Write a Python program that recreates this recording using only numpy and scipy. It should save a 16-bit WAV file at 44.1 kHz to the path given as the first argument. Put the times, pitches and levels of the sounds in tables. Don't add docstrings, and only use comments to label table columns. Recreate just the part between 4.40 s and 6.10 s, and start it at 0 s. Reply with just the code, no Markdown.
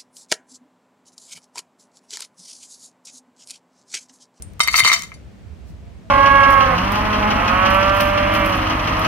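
import sys
import numpy as np
from scipy import signal
from scipy.fft import rfft, irfft
from scipy.io import wavfile
from scipy.ndimage import uniform_filter1d

SR = 44100
rng = np.random.default_rng(int(sys.argv[2]) if len(sys.argv) > 2 else 0)


def file_out(sig):
    cols = np.atleast_2d(sig).T
    lim = np.clip(cols, -1, 1)
    pcm = np.round(lim * 32767).astype(np.int16)
    wavfile.write(sys.argv[1], SR, pcm)


N = 74970

# (frequency [Hz], relative density [dB])
AIR_SPECTRUM = [(100, -10), (200, -9), (270, -17), (400, -20), (630, -24), (900, -30), (1500, -33.5),
                (2300, -34), (3500, -39.5), (6000, -44.5), (8500, -48.5), (10500, -55.5), (15500, -59.5)]
# (frequency [Hz], relative density [dB])
RUMBLE_SPECTRUM = [(20, -49.5), (40, -15.5), (63, 5.5), (85, -0.5), (120, -9.5), (250, -54.5), (600, -75.5)]
# (time [s], level [dB], left minus right [dB])
RUMBLE_ENVELOPE = [(0.039, -37, 5.5), (.13, -46, 14.5), (.32, -40.5, -9), (0.499, -43, 6), (.93, -43, 2),
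                   (1.0, -49, -3), (1.088, -37.5, -18.5), (1.162, -43.5, -9.5), (1.329, -39, -4),
                   (1.459, -37, -6.5), (1.55, -42, -7.5), (1.7, -40.5, 0)]
# (time [s], duration [s], frequency [Hz], peak level [dB])
DISTANT_TONES = [(1.42, 0.12, 685, -53), (1.631, 0.089, 652, -50.5)]
# (frequency [Hz], relative level [dB])
ROOM_SPECTRUM = [(200, -2), (1200, -3), (2200, -3.5), (5000, -5), (9000, -3.5), (15000, -5.5)]
# (time [s], level [dB], frequency [Hz])
BASE_KNOCKS = [(.427, -17, 108), (0.449, -22, 206), (.448, -22.5, 469), (1.3, -26, 165)]
# (centre time [s], half duration [s], level [dB])
SLIDE_SWELLS = [(0.366, .012, -22), (0.399, .011, -16.5), (0.446, 0.0064, -29.5), (0.482, 0.0092, -21.5),
                (0.534, 0.019, -23), (0.605, 0.04, -46.5), (1.293, 0.033, -60)]
# (frequency [Hz], relative density [dB])
FRICTION_SPECTRUM = [(1500, -31.5), (4200, 4.5), (9000, -3), (15000, -6)]
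# (time [s], level [dB], centre frequency [Hz], half bandwidth [octaves])
EDGE_SNAPS = [(0.0226, -29, 7930, 0.53), (0.135, -47.5, 6500, 1.2), (0.1948, -28.5, 7100, 3.5),
              (0.449, -19, 9000, .9), (0.6215, -20, 5900, 0.57)]
# (frequency [Hz], relative density [dB])
PILE_SPECTRUM = [(100, -49), (350, -32.5), (520, -21.5), (800, -25), (980, 1.5), (1200, -0.5), (1550, 1),
                 (2150, 9), (2950, -2.5), (3420, -25), (3850, 1.5), (4350, 0.5), (5080, -16.5), (5500, -9),
                 (6300, -3), (9000, -16), (15000, -26.5)]
# (frequency [Hz], left minus right [dB])
PILE_PAN = [(300, 9.5), (1000, -14.5), (1600, -10.5), (2300, 12.5), (3500, -13.5), (4500, 5), (12000, 6)]
# (ratio to the lowest frequency [1], relative level [dB])
SHARD_MODES = [(1, 3.5), (1.07, -7), (1.58, -18.5)]
# (frequency [Hz], relative level [dB], left minus right [dB])
BOWL_MODES = [(685.3, -30, -4), (988.5, -26.5, -4.5), (1139, -24, -1.5), (1220, -15.5, -5.5),
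              (1284.5, -14.5, -5.5), (1943, -23.5, -5.5), (2092.8, -10.5, 11.5), (2139, -18.5, -5.5),
              (2187, -15.5, 6), (2658, -26, 6.5), (3073, -15, -2.5), (3694, -17.5, -10), (3970, -22, -1),
              (4230, -23, 3.5), (4320, -24, 4.5), (4518, -15.5, 8.5), (5450, -17, -2), (6040, -19.5, 5),
              (6750, -25, 2.5), (6830, -28.5, 1.5), (7220, -22.5, 1.5), (7630, -29.5, -4.5),
              (8410, -24.5, 1.5), (8730, -33, 2), (9820, -34.5, 4.5), (10410, -28.5, 0)]
# (frequency [Hz], time to decay by 60 dB [s])
BOWL_DECAY = [(500, 0.2), (1200, .05), (2100, 0.067), (3700, 0.087), (10000, 0.074)]
# (time [s], left minus right [dB])
LANDING_PAN = [(.205, -1), (.28, 2), (.36, 1), (.41, 2), (.72, 1)]
# (time [s], relative blow level [dB], hardness as tilt [dB/octave],
# relative shard level [dB], lowest shard mode [Hz])
IMPACTS = [(0.0227, -51.5, 4, -26.5, 8700), (0.1949, -34.5, 2.5, -29.5, 1220), (.2034, 0, -1, -6, 1210),
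           (0.2087, -20.5, 10, -12, 5390), (0.2334, -19.5, 6, -23.5, 10360), (0.266, -23, 0, -34.5, 2080),
           (.2748, -9.5, -2, -14.5, 13000), (0.2831, -5.5, -2, -15.5, 4220), (.312, -29.5, 8, -32, 7460),
           (.3262, -26.5, 7.5, -36, 4540), (.335, -18, 2.5, -20, 2000), (.3417, 0.5, -8, -21, 12600),
           (0.3546, -6.5, -3.5, -23, 1230), (.3587, -15.5, 0.5, -8.5, 4550), (0.364, -18.5, 9, -14, 6060),
           (.376, -13, 2.5, -12.5, 12300), (.379, -7.5, 3, -17.5, 6060), (.3862, -8.5, 4, -9.5, 2170),
           (.393, -0.5, -0.5, -9, 10500), (0.3997, -16.5, 0, -7.5, 4250), (0.4036, 0, -12, -0.5, 2083),
           (0.4362, -17, 0, -7, 2940), (0.441, -19, 4, -18.5, 4670), (.448, 1.5, -3.5, -5, 4570),
           (0.4537, -5.5, -2.5, -4.5, 4080), (0.463, -1, -3.5, -6, 2137), (.4695, -22, 8, -24.5, 8600),
           (.475, -2.5, 0.5, -11, 5820), (.4785, -3, -2, -10, 4490), (.486, -10, 3, -27, 6000),
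           (0.494, -7.5, -5, -26, 4538), (.5, -5.5, -3.5, -8.5, 2256), (0.5163, -1, -3.5, -7.5, 3970),
           (.529, -4, 1.5, -17.5, 4580), (0.5341, -9, 3, -10.5, 7100), (.5395, -4.5, -5, -28, 8500),
           (.562, -19, -1, -18.5, 4520), (.577, -32, 5, -23, 1240), (.59, -35, 8, -30, 7200),
           (.6215, -28, -7.5, -28, 2360), (.633, -26, 4, -42, 4400), (0.7182, -24, -25, -37.5, 2130),
           (0.7405, -43.5, 5.5, -44, 10120)]

AIR_DB, AIR_CORRELATION = -45, 0.31
ROOM_T60_S, ROOM_DB, ROOM_DELAY_S = 0.34, -14, 0.0024
KNOCK_T60_S, KNOCK_ATTACK_S = 0.051, 0.0049
GRAIN_SPREAD_DB, SNAP_T60_S = 6.5, 0.0096
CRUMB_MEAN_DELAY_S, CRUMB_DB, CRUMB_SPREAD_DB = 0.012, -14.5, 4
CLACK_DB, CLACK_T60_S = -11.5, 0.042
CONTACT_DB, CONTACT_CUTOFF_HZ, CONTACT_LAG_S = 19.5, 3860, 0.00009
SHARD_DB, SHARD_T60_S, SHARD_PAN_DB = -3.5, 0.016, 1
STRIKE_SPREAD_DB, LOAD_DETUNE, BOWL_LAG_S = 3, 0.006, 0.00009
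IN_STEP_HZ = 3230
COUPLING_DB, COUPLING_OCTAVES = -3.5, 0.1
RADIATION_HZ = 775
RING_UP_S, RING_SAMPLES = 0.00028, 6144
CEILING_DB, LIMIT_DB, LIMIT_RELEASE_S, TOP_HZ = -2.5, -7.5, 0.0099, 15700


def undb(db):
    return 10 ** (np.asarray(db) / 20)


def unit(x):
    return x / np.sqrt(np.mean(x ** 2))


def sides(db):
    return undb(np.array([db, -db]).reshape(2, -1) / 2)


def along(points, hz):
    frequencies, values = np.array(points, float).T
    return np.interp(np.log(hz + 1), np.log(frequencies), values)


def colour(x, points):
    size = x.shape[-1]
    return irfft(rfft(x) * undb(along(points, np.fft.rfftfreq(size, 1 / SR))), size)


def minimum_phase(gain):
    cepstrum = irfft(np.log(gain))
    half = cepstrum.shape[-1] // 2
    fold = np.r_[1, np.full(half - 1, 2), 1, np.zeros(half - 1)]
    return np.exp(rfft(cepstrum * fold))


def tilt(hz, slope_db):
    return undb(slope_db * np.log2(np.maximum(hz / 2100, 1)))


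def fade(t, t60):
    return np.exp(-np.log(1000) * t / t60)


def add(out, x, start_s):
    i = max(int(start_s * SR), 0)
    out[:, i:i + x.shape[1]] += x[:, :N - i]


def room_air():
    own, shared = rng.standard_normal((2, N)), rng.standard_normal(N)
    noise = np.sqrt(1 - AIR_CORRELATION) * own + np.sqrt(AIR_CORRELATION) * shared
    return undb(AIR_DB) * unit(colour(noise, [(30, -33.5)] + AIR_SPECTRUM))


def rumble():
    t = np.arange(N) / SR
    times, db, pan_db = np.array(RUMBLE_ENVELOPE).T
    noise = unit(colour(rng.standard_normal((2, N)) + rng.standard_normal(N), RUMBLE_SPECTRUM))
    return undb(np.interp(t, times, db)) * noise * sides(np.interp(t, times, pan_db))


def distant_tones():
    t, out = np.arange(SR // 4) / SR, np.zeros((2, N))
    for start, length, hz, db in DISTANT_TONES:
        waver = unit(uniform_filter1d(rng.standard_normal((2, len(t))), size=400))
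        tone = np.sin(2 * np.pi * np.cumsum(hz * (1 + 0.0057 * waver), axis=1) / SR)
        arch = np.sqrt(np.abs(np.sin(np.pi * np.minimum(t / length, 1))))
        add(out, undb(db) * tone * arch, start)
    return out


def reverberation(x):
    t = np.arange(SR // 2) / SR
    reflections = colour(rng.standard_normal((2, len(t))), ROOM_SPECTRUM)
    tail = reflections * fade(t, ROOM_T60_S) * (t > ROOM_DELAY_S)
    return undb(ROOM_DB) * signal.fftconvolve(x, unit(tail) / np.sqrt(len(t)), axes=1)[:, :N]


def base_knocks():
    t, out = np.arange(RING_SAMPLES) / SR, np.zeros((2, N))
    envelope = (1 - np.exp(-t / KNOCK_ATTACK_S)) * fade(t, KNOCK_T60_S)
    for start, db, hz in BASE_KNOCKS:
        add(out, undb(db) * np.sin(2 * np.pi * hz * t) * envelope * sides(db=9.5), start)
    return out


def scrape():
    t = np.arange(N) / SR
    swell = sum(undb(db) * np.exp(-((t - at) / half_s) ** 2) for at, half_s, db in SLIDE_SWELLS)
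    grains = rng.standard_normal((2, N)) * undb(GRAIN_SPREAD_DB * rng.standard_normal(N))
    return swell * unit(colour(grains, FRICTION_SPECTRUM))


def edge_snaps():
    t, out = np.arange(2048) / SR, np.zeros((2, N))
    hz = np.fft.rfftfreq(len(t), 1 / SR) + 1
    for start, db, centre_hz, octaves in EDGE_SNAPS:
        band = 1 / (1 + (np.log2(hz / centre_hz) / octaves) ** 2)
        noise = unit(irfft(rfft(rng.standard_normal((2, len(t)))) * band))
        add(out, undb(db) * noise * fade(t, SNAP_T60_S) * sides(db=8), start)
    return out


def crumbs(t, hardness_db, count=8):
    burst = rng.standard_normal((2, 256)) * fade(t[:256], t60=0.01)
    tick = colour(np.roll(burst, 16, axis=1), [(800, -28.5), (3000, 3), (8000, 2.5), (15000, -7)])
    at = np.minimum(rng.exponential(CRUMB_MEAN_DELAY_S, count) * SR, len(t) - 1).astype(int)
    impulses = np.zeros(len(t))
    impulses[at] = undb(CRUMB_DB + CRUMB_SPREAD_DB * rng.standard_normal(count)) * fade(t[at], t60=0.04)
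    return signal.fftconvolve(impulses[None], tick, axes=1)[:, :len(t)] * tilt(8200, hardness_db)


def pile_clack(t, hardness_db):
    hz = np.fft.rfftfreq(len(t), 1 / SR)
    response = unit(undb(along(PILE_SPECTRUM, hz))) * tilt(hz, hardness_db) * sides(along(PILE_PAN, hz))
    mid, side = rfft(rng.standard_normal((2, len(t))) * fade(t, CLACK_T60_S))
    width = np.minimum(hz / 2000, 1)
    grind = (mid + np.outer([1, -1], width) * side) / np.sqrt(1 + width ** 2)
    right_delay = np.exp(2j * np.pi * np.outer([0, -1], hz) * CONTACT_LAG_S)
    contact = undb(CONTACT_DB) * right_delay / (1 + (hz / CONTACT_CUTOFF_HZ) ** 2)
    return undb(CLACK_DB) * irfft((grind + contact) * minimum_phase(response))


def shard_clink(t, lowest_hz):
    ratio, db = np.array(SHARD_MODES, float).T
    hz = lowest_hz * ratio
    weight = undb(db + SHARD_DB) * (hz < TOP_HZ) * np.exp(2j * np.pi * rng.random((2, len(hz))))
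    modes = np.exp(2j * np.pi * np.outer(hz, t))
    return (weight @ modes).imag * fade(t, SHARD_T60_S) * sides(SHARD_PAN_DB)


def bowl_ring(t, blow_db, hardness_db, shard_db, shard_hz):
    hz, db, pan_db = np.array(BOWL_MODES, float).T
    strength, detune, lag, strike_point = rng.standard_normal((4, len(hz)))
    sensitivity = hz / IN_STEP_HZ
    struck = undb(blow_db + db + STRIKE_SPREAD_DB * strength * np.sqrt(sensitivity))
    nearness = 1 / (1 + (np.log2(hz / shard_hz) / COUPLING_OCTAVES) ** 2)
    share = undb(db) * nearness
    coupled = undb(shard_db + COUPLING_DB) * nearness.max() * share / np.linalg.norm(share)
    amplitude = np.hypot(struck * tilt(hz, hardness_db), coupled)
    right_delay = np.exp(2j * np.pi * np.outer([0, -1], hz) * BOWL_LAG_S * (1 + lag / 2))
    weight = amplitude * np.exp(1j * strike_point * sensitivity ** 2) * sides(pan_db) * right_delay
    phase = np.outer(2 * np.pi * hz * (1 + LOAD_DETUNE * detune), t).astype(np.float32)
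    decay = fade(t, along(BOWL_DECAY, hz)[:, None])
    return weight.real @ (np.sin(phase) * decay) + weight.imag @ (np.cos(phase) * decay)


def clatter():
    t, out = np.arange(RING_SAMPLES) / SR, np.zeros((2, N))
    attack = 1 - np.exp(-t / RING_UP_S)
    release = np.minimum(2 * (1 - t / t[-1]), 1) ** 2
    radiation = signal.butter(3, RADIATION_HZ, "high", fs=SR, output="sos")
    for start, db, hardness_db, shard_db, shard_hz in IMPACTS:
        ringing = bowl_ring(t, db, hardness_db, shard_db, shard_hz)
        ringing += undb(shard_db) * shard_clink(t, shard_hz)
        crack = undb(db) * (pile_clack(t, hardness_db) + crumbs(t, hardness_db))
        add(out, (signal.sosfilt(radiation, attack * ringing) + crack) * release, start)
    return out


def scene():
    times, pan_db = np.array(LANDING_PAN).T
    place = sides(np.interp(np.arange(N) / SR, times, pan_db))
    direct = clatter() * place + edge_snaps() + base_knocks() + scrape()
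    return direct + reverberation(direct) + room_air() + rumble() + distant_tones()


def record(dry):
    pole = np.exp(-1 / (LIMIT_RELEASE_S * SR))
    power = signal.lfilter([1 - pole], [1, -pole], np.mean(dry ** 2, axis=0))
    limited = dry / np.sqrt(1 + power / undb(LIMIT_DB) ** 2)
    rounded = limited / (1 + (limited / undb(CEILING_DB)) ** 4) ** (1 / 4)
    return signal.sosfilt(signal.ellip(8, 0.2, 80, TOP_HZ, fs=SR, output="sos"), rounded)


dry = scene()
out = record(dry)
file_out(out)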